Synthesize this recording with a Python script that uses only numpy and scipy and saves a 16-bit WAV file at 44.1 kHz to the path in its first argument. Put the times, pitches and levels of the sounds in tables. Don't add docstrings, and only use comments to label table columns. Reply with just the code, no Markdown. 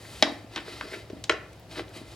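import sys
import numpy as np
from scipy import signal
from scipy.fft import rfft, irfft
from scipy.io import wavfile
from scipy.ndimage import uniform_filter1d

SR = 44100
rng = np.random.default_rng(int(sys.argv[2]) if len(sys.argv) > 2 else 0)


def boost(x):
    u = np.asarray(x, float) / 20
    return 10 ** u


def store_pcm(level_fs):
    pcm = np.round(np.clip(level_fs, -1, 1) * 32767).astype(np.int16)
    wavfile.write(sys.argv[1], SR, np.atleast_2d(pcm).T)


N = 94815


def set_rms(x, db):
    return x * boost(db) / np.sqrt(np.mean(x ** 2))


def gain_curve(points, size):
    point_hz, point_db = np.array(points).T
    hz = np.maximum(np.arange(size // 2 + 1) * SR / size, 1)
    return boost(np.interp(np.log(hz), np.log(point_hz), point_db))


def colour(x, points, turn=1):
    return irfft(rfft(x) * turn * gain_curve(points, N), N)


def colour_burst(x, points):
    size = len(x)
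    own = np.sqrt(uniform_filter1d(np.abs(rfft(x)) ** 2, size=size // 220))
    cepstrum = irfft(np.log(gain_curve(points, size) / own))
    cepstrum[1:size // 2] *= 2
    cepstrum[size // 2 + 1:] = 0
    return irfft(rfft(x) * np.exp(rfft(cepstrum)))


def ring(x, hz, t60):
    radius = 1000 ** (-1 / (t60 * SR))
    angle = 2 * np.pi * hz / SR
    return signal.lfilter([0, np.sin(angle)], [1, -2 * radius * np.cos(angle), radius * radius], x)


def band(x, hz, octaves):
    edges = np.clip(hz * 2 ** (np.array([-.5, .5]) * octaves), 20, SR * .48)
    return signal.sosfilt(signal.butter(2, edges, "bandpass", fs=SR, output="sos"), x)


def random_drift(size):
    held = np.repeat(rng.standard_normal(N // size + 1), size)
    return 1.3 * uniform_filter1d(uniform_filter1d(held, size), size)[:N]


def add(out, start, x, db):
    i = int(start * SR)
    out[i:i + len(x)] += (x * boost(db) / np.abs(x).max())[:N - i]


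# time in seconds, level in dB, extra treble in dB.
CARD_STROKES = [(0, -51, 7), (.16, -49, 7), (.33, -51, 2), (.49, -63, 0), (.54, -48, -1), (.64, -51, -1),
                (.69, -45, 1), (.9, -47, 0), (.945, -43, 3), (1.06, -60, 0), (1.68, -64, 0), (1.72, -47, 4),
                (1.79, -41, -2), (1.845, -61, 0), (1.915, -60, 2), (1.97, -43, 4), (2.04, -57, 3),
                (2.15, -51, 5)]
# frequency in Hz, level in dB.
SCRAPE_SPECTRUM = [(120, -35), (330, -5), (650, -9), (1300, -16), (4900, -10), (6000, -20), (11000, -27),
                   (16000, -41)]
# frequency in Hz, bandwidth in Hz, level in dB.
SCRAPE_MODES = [(377, 81, 0), (1380, 35, -8), (2090, 44, -3), (2580, 46, -6), (3210, 98, -9),
                (3890, 25, -13), (4070, 120, -12), (4610, 110, -10)]


def scrape():
    grit_db, ring_db, flicker_db = 2.5, -5, 1.5
    unevenness = uniform_filter1d(rng.exponential(size=N), size=3)
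    grains = rng.standard_normal(N) * boost(grit_db * unevenness)
    rings = sum(boost(db) * set_rms(ring(grains, hz, 2.2 / w), 0) for hz, w, db in SCRAPE_MODES)
    rubbing = set_rms(colour(grains, SCRAPE_SPECTRUM), 0)
    friction = set_rms(rubbing + set_rms(rings, ring_db), 0)
    time, stroke_db, hiss_db = np.array(CARD_STROKES).T
    t = np.arange(N) / SR
    treble = colour(friction, [(4500, -40), (6500, 0)])
    friction = friction + treble * (boost(np.interp(t, time, hiss_db)) - 1)
    return friction * boost(np.interp(t, time, stroke_db) + flicker_db * random_drift(size=700))


# frequency in Hz, level in dB.
AIR_SPECTRUM = [(45, -30), (75, -7), (140, -10), (300, -7), (660, -6), (1100, -18), (3000, -23),
                (16000, -40)]
# frequency in Hz, side against mid in dB.
AIR_SPREAD = [(100, -4), (250, -18), (1000, -10), (5000, -2), (9000, 0)]
# frequency in Hz, bandwidth in Hz, level in dB.
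VENT_MODES = [(60, 10, -55), (109, 14, -52), (172, 20, -60)]


def air():
    air_db = -53
    mid = set_rms(colour(rng.standard_normal(N), AIR_SPECTRUM), air_db)
    side = set_rms(colour(rng.standard_normal(N), AIR_SPECTRUM), air_db)
    side = colour(side, AIR_SPREAD)
    for hz, width, db in VENT_MODES:
        mid = mid + set_rms(ring(rng.standard_normal(N), hz, 2.2 / width), db)
    return np.array([mid + side, mid - side])


def burst(length, size=8192):
    swell_s = .0008
    t = np.arange(size) / SR
    clicks = rng.standard_normal(size) * boost(2.5 * rng.exponential(size=size))
    return clicks * np.exp(-(t / length) ** 2.5) * (1 - np.exp(-t / swell_s))


# frequency in Hz, level in dB, t60 in seconds.
LOOSE_MODES = [(630, -8, 0.085), (937, 0, 0.024), (1170, -12, 0.08), (1577, -20, 0.13), (1793, -14, 0.1),
               (2046, -10, 0.06), (2331, -5, 0.04), (2638, -9, 0.055), (3214, -21, 0.06), (3666, -6, 0.039),
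               (3962, -18, 0.12), (4177, -14, 0.1), (4570, -19, 0.065), (6040, -20, 0.048)]
# start in seconds, peak in dB, centre in Hz, burst length in seconds,
# width in octaves.
CREASE_TICKS = [(.0498, -39, 2050, .006, .1), (.15, -42, 3200, .04, .5), (.318, -47, 9000, .003, 1),
                (.5596, -18.5, 3500, .0055, 1.2), (.577, -26, 1400, .003, .8), (.5785, -24, 2900, .002, .6),
                (.5615, -29, 1000, .003, .8), (.5655, -29, 2100, .003, .8), (.569, -30, 2800, .006, .9),
                (.572, -30, 1000, .003, .7), (.574, -34, 3900, .004, .4), (.582, -32, 2500, .004, 1.4),
                (.588, -29, 2400, .006, 1), (.598, -33, 2200, .01, 1.4), (.678, -36, 1500, .004, 1.2),
                (.8101, -20, 1450, .002, 1.3), (.8105, -24, 2900, .002, 1.3), (.818, -34, 1350, .014, .3),
                (.916, -36, 2100, .008, .2), (.929, -30, 2200, .016, .1), (.933, -39, 1400, .015, .15),
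                (.946, -37, 2600, .02, .12), (.953, -40, 1950, .012, .2), (1.099, -38, 2400, .007, 2.6),
                (1.2391, -24, 4600, .0035, 1.3), (1.530, -44, 4500, .004, 2.2),
                (1.596, -48, 15500, .005, .3), (1.7115, -42, 3500, .004, 1.1), (1.733, -41, 3600, .008, 1),
                (1.757, -35, 1800, .005, 2), (1.769, -35, 1700, .005, 1.4), (1.7764, -29, 2400, .007, 1.8),
                (1.791, -29, 780, .006, .4), (1.793, -24, 1700, .004, 1.9), (1.8, -34, 2200, .008, 1.6),
                (1.811, -39, 2000, .008, 1.6), (1.879, -44, 3500, .005, .9), (1.891, -48, 5000, .004, 2.4),
                (1.907, -44, 1800, .004, 1.2), (1.960, -38, 3500, .004, 1.2)]
# start in seconds, peak in dB, centre in Hz,
# burst length in seconds, width in octaves.
SNAP_SLIPS = [(.2248, -10, 5000, .001, .3), (.2266, -5, 3750, .0018, .5), (.227, -10, 2300, .003, .5),
              (.2298, -17, 2500, .002, .7), (.2333, -10, 2400, .0008, 1.6), (.2252, -9, 780, .003, .35),
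              (.247, -24, 1900, .003, .5), (.262, -28, 950, .02, .5), (1.2965, -11, 1450, .0022, .4),
              (1.2968, -13, 3600, .002, .4), (1.2975, -12, 2700, .0035, .6), (1.3095, -23, 1800, .005, .7),
              (1.322, -26, 1300, .005, .6), (1.31, -30, 4800, .02, .6)]


def ticks():
    wall_gain = .012
    out = np.zeros(N)
    for start, db, hz, length, octaves in CREASE_TICKS + SNAP_SLIPS:
        wide = 2 ** (octaves / 2)
        low_skirt = [(hz / wide / 9, -30), (hz / wide / 1.4, -11), (hz / wide, -3)]
        high_skirt = [(hz * wide, -4), (hz * wide * 1.4, -18), (hz * wide * 4, -54)]
        click = colour_burst(burst(length, size=4096), low_skirt + [(hz, 0)] + high_skirt)
        wall = sum(ring(click, mode_hz, .3 * t60) for mode_hz, _, t60 in LOOSE_MODES)
        add(out, start, click + wall_gain * wall, db)
    return out


# frequency in Hz, level in dB, t60 in seconds.
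TIGHT_MODES = [(404, 0, 0.027), (641, -19, 0.05), (1373, -20, 0.11), (1814, -18, 0.086), (2056, -16, 0.074),
               (2293, -19, 0.021), (2546, -9, 0.036), (2859, -24, 0.093), (3284, -20, 0.049),
               (3779, -27, 0.063), (969, -19, 0.08), (5286, -37, 0.12), (5604, -41, 0.11),
               (6218, -39, 0.057)]
# start in seconds, level in dB, burst length in seconds,
# wall ring in dB, factor by which the grip shortens the ring (0-1).
LOOSE_SNAP = (.2243, -3.5, .003, -9, .4)
TIGHT_SNAP = (1.2948, -8.5, .0055, -8, .55)
# frequency in Hz, level in dB per Hz.
LOOSE_CRACK = [(140, -28), (260, 0), (480, -15), (720, 4), (1400, -13), (2300, -1), (4900, 0), (5800, -12)]
TIGHT_CRACK = [(200, -26), (400, -2), (700, -8), (1600, 0), (2600, 0), (4100, -4), (4700, -13), (5600, -10)]
CRACK_TREBLE = [(8000, -21), (16000, -58)]


def snaps():
    out = np.zeros(N)
    grips = ((LOOSE_SNAP, LOOSE_MODES, LOOSE_CRACK), (TIGHT_SNAP, TIGHT_MODES, TIGHT_CRACK))
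    for (start, db, length, wall_db, damp), modes, spectrum in grips:
        crack = colour_burst(burst(length), spectrum + CRACK_TREBLE)
        wall = 0
        for hz, mode_db, t60 in modes:
            wall = wall + boost(mode_db) * set_rms(ring(crack, hz, damp * t60), 0) * np.sqrt(t60)
        add(out, start, set_rms(wall, wall_db) + set_rms(crack, 0), db)
    return out


def puff(hz):
    push_s, t60 = .003, .034
    t = np.arange(4096) / SR
    push = np.sin(2 * np.pi * hz * t) * np.exp(-(t / push_s - 1) ** 2)
    return set_rms(ring(push, hz, t60), 0)


# start in seconds, peak in dB, air mode in Hz.
SOFT_BUMPS = [(.2245, -16, 270), (.246, -27, 295), (.27, -29, 280), (.265, -34, 512), (.295, -33, 300),
              (.318, -32, 272), (.44, -39, 264), (.563, -33, 300), (.579, -32, 330), (.592, -37, 290),
              (.678, -36, 444), (.836, -36, 330), (.85, -36, 400), (.875, -38, 420), (.92, -36, 374),
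              (.936, -34, 400), (.955, -38, 330), (.968, -36, 400), (1.099, -31, 388), (1.128, -29, 272),
              (1.164, -37, 280), (1.2995, -17, 400), (1.312, -35, 520), (1.329, -27, 400),
              (1.338, -35, 500), (1.767, -34, 301), (1.781, -30, 336), (1.792, -30, 400), (1.802, -32, 350),
              (1.815, -38, 380), (1.96, -36, 315), (2.011, -36, 265)]


def bumps():
    neck_hz, neck_db = 640, -11
    out = np.zeros(N)
    for start, db, hz in SOFT_BUMPS:
        tone = puff(hz) + boost(-10) * puff(1.52 * hz) + boost(neck_db) * puff(neck_hz)
        add(out, start, tone, db + 1)
    return out


# frequency in Hz, t60 in seconds.
ROOM_DECAY = [(280, .45), (700, .45), (1600, .45), (3500, .29), (7000, .28), (13000, .14)]


def room(x):
    room_db, side_db, gap_s = -10.5, -8, .003
    early_db, early_t60 = 7, .05
    t = np.arange(SR // 2) / SR
    tails = 0
    for hz, t60 in ROOM_DECAY:
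        tails = tails + band(rng.standard_normal((2, len(t))), hz, 1.2) * 1000 ** (-t / t60)
    early = 1 + boost(early_db) * 1000 ** (-t / early_t60)
    tails = tails * np.clip(t / gap_s - 1, 0, 1) * early
    balance = [(120, -24)] + [(hz, 10 * np.log10(t60)) for hz, t60 in ROOM_DECAY]
    tails = [colour_burst(tail, balance) for tail in tails]
    mid, side = (signal.fftconvolve(x, h / np.sqrt(np.sum(h ** 2)))[:N] for h in tails)
    side = side * boost(side_db)
    return boost(room_db) * np.array([mid + side, mid - side])


# frequency in Hz, side against mid in dB.
PORT_SIDE = [(100, -22), (400, -21), (2000, -7), (5000, -10), (9000, -2)]


def scene():
    bottle = snaps() + ticks() + bumps() + scrape()
    side = colour(bottle, PORT_SIDE, turn=1j)
    return np.array([bottle + side, bottle - side]) + room(bottle) + air()


def roll_off(x):
    return signal.sosfilt(signal.butter(12, 16670, fs=SR, output="sos"), x)


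def record(dry):
    low_hz, balance_db = 56, 1.1
    high_pass = signal.butter(4, low_hz, "highpass", fs=SR, output="sos")
    heard = signal.sosfilt(high_pass, dry)
    sides = boost(np.array([[.5], [-.5]]) * balance_db)
    return roll_off(np.clip(heard * sides, -1, 1))


dry = scene()
out = record(dry)
store_pcm(out)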